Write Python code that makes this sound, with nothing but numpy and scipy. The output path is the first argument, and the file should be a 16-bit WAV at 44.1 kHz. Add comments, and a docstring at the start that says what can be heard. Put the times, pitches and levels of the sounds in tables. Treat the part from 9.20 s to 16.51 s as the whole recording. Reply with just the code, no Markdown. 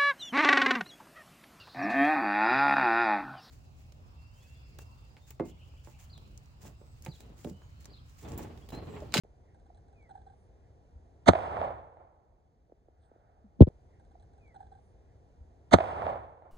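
"""Pipe cannon in a tree

A home-made pipe cannon is fired outdoors. A hand igniter ticks and scrapes into the steel chamber,
the gas swells into a blast, walls slap back and the far landscape rolls on. Hands then knock on the
pipe, ending in a loud, hollow double thump close to the microphone. The same sound then plays again
from the start and stops while the second shot is still rolling away."""
import sys
import numpy as np
from scipy import signal
from scipy.fft import rfft, irfft, next_fast_len
from scipy.io import wavfile
from scipy.ndimage import uniform_filter1d

SR = 44100
rng = np.random.default_rng(int(sys.argv[2]) if len(sys.argv) > 2 else 0)


def materialize(psi):
    """Save the field psi as 16-bit PCM at rate SR to the path in sys.argv[1].

    A 1-D psi becomes a single channel; in a 2-D psi each row is a channel.
    """
    bounded = np.clip(np.atleast_2d(psi).T, -1, 1)
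    quanta = np.round(bounded * 32767).astype(np.int16)
    wavfile.write(sys.argv[1], SR, quanta)


N = 322371
START_S, END_S, REPEAT_S, SHOT_S = .036, 4.4877, 4.45168, 2.0838
T = np.arange(round(END_S * SR)) / SR   # the clock for one firing, in seconds
SIZE = next_fast_len(len(T) + SR // 4, real=True)
HZ = np.maximum(np.fft.rfftfreq(SIZE, 1 / SR), 1)
SIDES = np.array([[1], [-1]])   # left, right


def amp(db):
    """Turn decibels into a gain."""
    return 10 ** (np.asarray(db) / 20)


def pan(db):
    """Two gains that make the left side db louder than the right."""
    return amp(SIDES * db / 2)


def rms_one(x):
    """Scale a signal to an average strength (rms) of 1."""
    return x / np.sqrt(np.mean(x ** 2) + 1e-30)


def at_hz(points, hz):
    """Read between the rows of a table, spacing frequencies by octaves."""
    f, value = np.transpose(points)
    return np.interp(np.log(hz), np.log(f), value)


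def filtered(x, response):
    """Turn each frequency of a sound up or down."""
    return irfft(rfft(x, SIZE) * response, SIZE)[..., :len(T)]


def causal(points):
    """Make a filter from a table so that nothing sounds early (minimum phase)."""
    cepstrum = irfft(np.log(amp(at_hz(points, HZ))), SIZE)
    lag = np.arange(SIZE)
    return np.exp(rfft(cepstrum * np.where(lag == 0, 1, 2 * (lag < SIZE // 2))))


def resonance(hz, width_hz):
    """A filter that rings at one pitch, with gain 1 there."""
    return 1 / (1 + 1j * (HZ ** 2 - hz ** 2) / (HZ * width_hz))


def band_noise(hz, width_hz):
    """Hiss gathered around one pitch."""
    return rms_one(filtered(rng.standard_normal(len(T)), resonance(hz, width_hz) ** 2))


def wobble(count, smooth_samples):
    """A random wander, made by smoothing noise."""
    return rms_one(uniform_filter1d(rng.standard_normal(count), int(smooth_samples)))


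def thirds(noise, colour):
    """Split noise into bands a third of an octave apart: (centre_hz, share of the level, band)."""
    centres = 1000 * 2 ** (np.arange(-14, 12) / 3)
    shares = amp(at_hz(colour, centres)) * np.sqrt(centres)
    size = next_fast_len(noise.shape[-1], real=True)
    spectrum = rfft(noise, size)
    f = np.maximum(np.fft.rfftfreq(size, 1 / SR), 1)
    for hz, share in zip(centres, shares / np.linalg.norm(shares)):
        window = np.cos(np.pi / 2 * np.clip(3 * np.log2(f / hz), -1, 1)) ** 2
        yield hz, share, rms_one(irfft(spectrum * window, size)[:, :noise.shape[-1]])


def swell(t, peak_s, rise_db_per_s, hold_s, fall_db_per_s):
    """A gain that rises to 1, holds and falls."""
    before, after = np.maximum(peak_s - t, 0), np.maximum(t - peak_s - hold_s, 0)
    return amp(-rise_db_per_s * before - fall_db_per_s * after)


def bell(middle_s, half_s):
    """A smooth rise and fall around one moment."""
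    return np.exp(-((T - middle_s) / half_s) ** 2 / 2)


def thud(start_s, db, first_hz, last_hz, glide_s, swell_s):
    """A short tone swells, sinks in pitch and quickly dies."""
    out, span = np.zeros(len(T)), (T > start_s) & (T < start_s + .2)
    t = T[span] - start_s
    sunk = 1 - np.exp(-t / glide_s)
    phase = 2 * np.pi * (last_hz * t + (first_hz - last_hz) * glide_s * sunk)
    envelope = (t / swell_s * np.exp(1 - t / swell_s)) ** 1.4
    out[span] = amp(db) * envelope * np.sin(phase)
    return out


# How alike left and right are (1 means the same): frequency_hz, likeness_0_to_1
LIKENESS = [(80, .95), (500, .75), (1100, .5), (2500, 0.8), (6000, .75), (10000, 1)]
def surrounding_noise():
    """Stereo hiss arriving from all around."""
    alike = np.clip(at_hz(LIKENESS, HZ), 0, 1)
    mid, side = rng.standard_normal((2, len(T)))
    return filtered(mid, np.sqrt(1 + alike)) + SIDES * filtered(side, np.sqrt(1 - alike))


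# The tone of distant traffic and open air: frequency_hz, level_db
AIR_COLOUR = [(22, -18.5), (45, -4), (70, 1.5), (170, -15.5), (280, -18.5), (450, -16.5), (590, -23.5),
              (710, -19.5), (1000, -29), (1250, -37), (2000, -40), (3300, -47), (6500, -47), (9500, -58.5),
              (12500, -63)]
def open_air(level_db=-58.5, gain_dip_db=7, sink_s=.78, hold_s=.7, recovery_db_per_s=3):
    """Background rumble and hiss, turned down after the shot and slowly up, like a recorder's gain."""
    since = T - SHOT_S
    dip_db = gain_dip_db * np.clip(since / sink_s, 0, 1)
    recovered_db = recovery_db_per_s * np.maximum(since - sink_s - hold_s, 0)
    rumble = rms_one(filtered(surrounding_noise(), amp(at_hz(AIR_COLOUR, HZ))))
    return amp(level_db - dip_db + recovered_db) * rumble


# Light knocks on the pipe: start_s, level_db, last_pitch_hz
KNOCKS = [(.048, -51.5, 296), (.501, -51, 674), (3.4965, -58, 300), (3.521, -46.5, 200.4),
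          (3.684, -52, 250), (3.915, -50, 198), (3.960, -52.5, 200)]
def knocks(first_hz=900):
    """Knuckles and rod hit the pipe; each knock sinks to its own pitch."""
    return sum(thud(s, db, first_hz, hz, glide_s=.00252, swell_s=.0022) for s, db, hz in KNOCKS)


# Soft swishes: middle_s, half_length_s, pitch_hz, width_hz, level_db
RUBS = [(0.30, 0.0333, 1980, 400, -80), (1.21, 0.0475, 9300, 1600, -92.5), (1.43, 0.067, 1790, 700, -85),
        (3.84, 0.0209, 3720, 1500, -86.5), (3.85, .03, 8350, 800, -96.5), (3.979, .16, 1400, 800, -82.5),
        (4.08, 0.228, 690, 400, -72.5)]
def rubs():
    """Hands, strap and bark rub, each rub a short swell of hiss."""
    return sum(amp(db) * bell(s, half_s) * band_noise(hz, width) for s, half_s, hz, width, db in RUBS)


# The rod taps the wall on its way in: start_s, level_db
TICKS = [(.345, -60), (0.395, -63.5), (0.458, -62), (.546, -62.5), (0.572, -56), (.683, -64), (.725, -63),
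         (.823, -64)]
# It is pushed home in rasps that catch, fade and stop: start_s, level_db, length_s
SCRAPES = [(.891, -51, 0.023), (0.94, -52, 0.033), (0.975, -58, 0.056), (1.063, -59, 0.024),
           (1.096, -59.5, .045)]
# The notes of the chamber's air and steel wall: pitch_hz, width_hz, level_db
CHAMBER = [(791, 110, 15.5), (1564, 176, -3.5), (3550, 460, -18), (3980, 340, -16), (6300, 600, -29),
           (8020, 1100, -30)]
def igniter(grit=.98, uneven_db=3.5, slip_s=.0038, tick_fade_s=.0079, fade_db_per_s=123, stop_s=.0047):
    """The igniter rod's gritty friction makes the chamber ring, brighter for ticks than for scrapes."""
    ticks = sum(amp(db) * (T > s) * np.exp(-np.abs(T - s) / tick_fade_s) for s, db in TICKS)
    scrapes = 0
    for s, db, length_s in SCRAPES:
        stopping = np.exp(-np.maximum(T - s - length_s, 0) / stop_s)
        scrapes += amp(db - fade_db_per_s * np.abs(T - s)) * (T > s) * stopping
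    slips = wobble(len(T), slip_s * SR)
    grains = rng.standard_normal(len(T)) * np.exp(grit * rng.standard_normal(len(T)))
    friction = rms_one(grains * amp(uneven_db * slips))
    body = sum(amp(db) * resonance(hz, width_hz) ** 2 for hz, width_hz, db in CHAMBER)
    bright_body = body * amp(3 * np.log2(HZ))   # 3 dB more per octave
    return sum(filtered(force * friction, ring / np.sqrt(np.mean(np.abs(ring) ** 2)))
               for force, ring in ((scrapes, body), (ticks, bright_body)))


def whistle(middle_s=.828, middle_hz=2240, sag_hz_per_s=4100, level_db=-68):
    """One faint falling note that grows less steady towards its end."""
    t = np.clip(T - middle_s, -.15, .15)
    waver = .017 * amp(110 * t) * wobble(len(T), smooth_samples=120)
    pitch_hz = (middle_hz - sag_hz_per_s * t) * (1 + waver)
    return amp(level_db) * bell(middle_s, half_s=.043) * np.sin(2 * np.pi * np.cumsum(pitch_hz) / SR)


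# Soft, low bumps: start_s, level_db, last_pitch_hz
BUMPS = [(1.754, -42.5, 62), (4.240, -50, 197), (4.392, -30, 180)]
def bumps():
    """Handling the cannon makes dull bumps that sag a little in pitch."""
    return sum(thud(s, db, 1.3 * hz, hz, glide_s=.01, swell_s=.012) for s, db, hz in BUMPS)


def gas_jet(t, ignition_s=2.058, burst_db=-9, outflow_db=-29.5):
    """How hard the gas rushes out: a sharp burst on top of a weaker, longer outflow."""
    burst = swell(t, SHOT_S, rise_db_per_s=1800, hold_s=.003, fall_db_per_s=1999.5)
    outflow = swell(t, SHOT_S, rise_db_per_s=500, hold_s=.003, fall_db_per_s=460)
    return (amp(burst_db) * burst + amp(outflow_db) * outflow) * (t > ignition_s)


# The tone of the blast: frequency_hz, level_db
BLAST_COLOUR = [(35, -12.5), (80, -3.5), (170, -1), (290, 4.5), (440, -12.5), (660, 1), (900, -9.5),
                (1150, -3.5), (1550, -19.5), (1900, -11), (2600, -37.5), (3200, -22), (4000, -19.5),
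                (5000, -41), (6400, -28.5), (8500, -43), (10000, -60.5), (11500, -78.5)]
# Which side the blast leans to: frequency_hz, left_minus_right_db
BLAST_PAN = [(200, 3.5), (430, 1.5), (660, -3), (1000, -5), (3000, -4.5), (5000, 0.5), (8000, -1.5)]
def blast(bass_lag_s=.012, lag_corner_hz=420):
    """Swirling gas bursts from the muzzle; the crack comes first and the lows swell after it."""
    out, span = np.zeros((2, len(T))), (T > 2) & (T < 2.3)
    for hz, share, band in thirds(surrounding_noise()[:, span], BLAST_COLOUR):
        envelope = gas_jet(T[span] - bass_lag_s / (1 + hz / lag_corner_hz))
        burst = band * envelope
        # scale each noise band to a fixed energy, so the blast's tone stays steady
        burst *= np.linalg.norm(envelope) / np.linalg.norm(burst, axis=1, keepdims=True)
        out[:, span] += share * burst * pan(at_hz(BLAST_PAN, hz))
    return out


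def blast_whoop():
    """A quick falling whoop, then a low boom, heard with the blast."""
    whoop = thud(start_s=2.089, db=-14, first_hz=982, last_hz=110.7, glide_s=.0024, swell_s=.00449)
    boom = thud(start_s=2.0925, db=-19.5, first_hz=142.4, last_hz=82, glide_s=.003, swell_s=.0099)
    return (whoop + boom) * pan(2.5)


# Slaps from the ground, walls and trunks: start_s, level_db, left_minus_right_db
ECHOES = [(2.1345, -15, 1.5), (2.1520, -21.5, -1), (2.1548, -18.5, 1), (2.1580, -24, 1), (2.1700, -29, -1),
          (2.3690, -22, -1.5), (2.4155, -19.5, -3), (2.771, -44, 0)]
# The honking tone of a slap: frequency_hz, level_db
ECHO_COLOUR = [(60, -26.5), (300, -17), (520, -9), (660, -0.5), (900, -12), (1500, -23), (2200, -25),
               (4000, -38.5), (9000, -65.5), (12000, -90.5)]
def echoes(air_loss_db_per_khz_s=4):
    """Hard surfaces throw the shot back as short slaps; the air dulls the later ones."""
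    tone = causal(ECHO_COLOUR)
    slaps = 0
    for s, db, pan_db in ECHOES:
        dulling = amp(-air_loss_db_per_khz_s * HZ / 1000 * (s - SHOT_S))
        delay = np.exp(-2j * np.pi * HZ * s)
        slaps += amp(db) * pan(pan_db) * dulling * delay
    return irfft(slaps * tone / np.abs(irfft(tone)).max(), SIZE)[:, :len(T)]


# Swells from stretches of land, near to far: peak_s, level_db, rise_db_per_s, fall_db_per_s
ROLLS = [(2.164, -37.5, 230, 38.5), (2.421, -35, 41, 103), (2.785, -56, 400, 106), (3.1, -75, 39, 34)]
# The tone of the roll at 2.5 s: frequency_hz, level_db
ROLL_COLOUR = [(35, -16), (60, -6), (85, 5.5), (125, -8), (240, -13.5), (430, -5.5), (690, 0.5), (900, -1),
               (1150, -8.5), (1600, -19), (2000, -21), (3200, -33), (5000, -47.5), (7500, -59.5),
               (11000, -84)]
def landscape_roll(gain_db=-2, air_loss_db_per_khz_s=6.5, lumpy_db=.84, lump_s=.008):
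    """Countless far echoes overlap in lumps; the longer their way, the more treble the air takes."""
    out, span = np.zeros((2, len(T))), (T > 2.09) & (T < 3.6)
    t = T[span]
    lumps = wobble(len(t), lump_s * SR)
    swells = [amp(db) * swell(t, s, rise, .035, fall) for s, db, rise, fall in ROLLS]
    envelope = np.linalg.norm(swells, axis=0) * amp(lumpy_db * lumps)
    for hz, share, band in thirds(surrounding_noise()[:, span], ROLL_COLOUR):
        dulling = amp(-air_loss_db_per_khz_s * hz / 1000 * (t - 2.5))
        out[:, span] += share * band * envelope * dulling
    return amp(gain_db) * out


# Blows right by the microphone: start_s, level_db, swell_s, crack_db, skin_rub_db
THUMPS = [(4.4056, 2.2, 0.0088, -42.5, -33.5), (4.4197, -4, 0.0041, -29, -32.5),
          (4.4700, -24.5, .007, -63, -38.5)]
# A blow this close reaches the two sides out of step: frequency_hz, left_lead_radians
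THUMP_PHASE = [(50, 0.7), (130, 0.73), (250, 0.31), (500, -1.42), (800, -2), (3000, -1.5)]
def thumps():
    """Each close blow on the pipe cracks, drops in pitch with a hollow sound and ends in a rub of skin."""
    crack = band_noise(hz=2830, width_hz=1700) * pan(8.5)
    skin = band_noise(hz=460, width_hz=220)
    out = np.zeros((2, len(T)))
    for s, db, swell_s, crack_db, skin_db in THUMPS:
        out += thud(s, db, first_hz=752, last_hz=77, glide_s=.00395, swell_s=swell_s)
        out += amp(crack_db) * bell(s + .0008, half_s=.00038) * crack
        out += amp(skin_db) * bell(s + .011, half_s=.0057) * skin
    out_of_step = np.exp(.5j * SIDES * at_hz(THUMP_PHASE, HZ))
    return filtered(out, out_of_step) * pan(1.8)


# How the microphone's right opening colours the sound: frequency_hz, boost_db
RIGHT_PORT = [(400, -0.9), (650, 5), (1000, 3), (1250, 3), (1750, 3), (3000, -1.5), (7750, 0), (8050, 15),
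              (9500, 4), (11000, 2.5)]
# How far the left side is out of step with the right: frequency_hz, left_lead_radians
SIDE_PHASE = [(0, 0.21), (400, 0.94), (860, -2), (1720, -7), (2410, -8.5), (3700, -12.5), (4550, -11.5),
              (5100, -10.5), (6900, -5), (8200, -2)]
def microphone(x, colour_share=1):
    """Sound enters by two small openings; the left side is shifted out of step with the right, and the right
    opening rings more than the left."""
    lead = np.interp(HZ, *np.transpose(SIDE_PHASE))
    left = filtered(x[0], np.exp(1j * lead))
    right = filtered(x[1], causal([(hz, db * colour_share) for hz, db in RIGHT_PORT]))
    return np.array([left, right])


def scene():
    """One firing from loading to thumps, then the same again as far as the roll."""
    shot = blast() + blast_whoop() + echoes() + landscape_roll()
    small_sounds = knocks() + rubs() + igniter() + whistle() + bumps()
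    once = microphone(shot + small_sounds) + microphone(open_air(), colour_share=.49) + thumps()
    once *= T >= START_S
    again = once[:, len(T) - round(REPEAT_S * SR):]
    return np.concatenate([once, again], axis=1)[:, :N]


def record(dry):
    """Round off the loudest peaks and cut the highest treble."""
    ceiling, stop_hz = .932, 13038
    rounded = dry / (1 + (dry / ceiling) ** 4) ** (1 / 4)
    treble_cut = signal.cheby2(14, 60, stop_hz, fs=SR, output="sos")
    return signal.sosfilt(treble_cut, rounded)


dry = scene()
out = record(dry)
materialize(out)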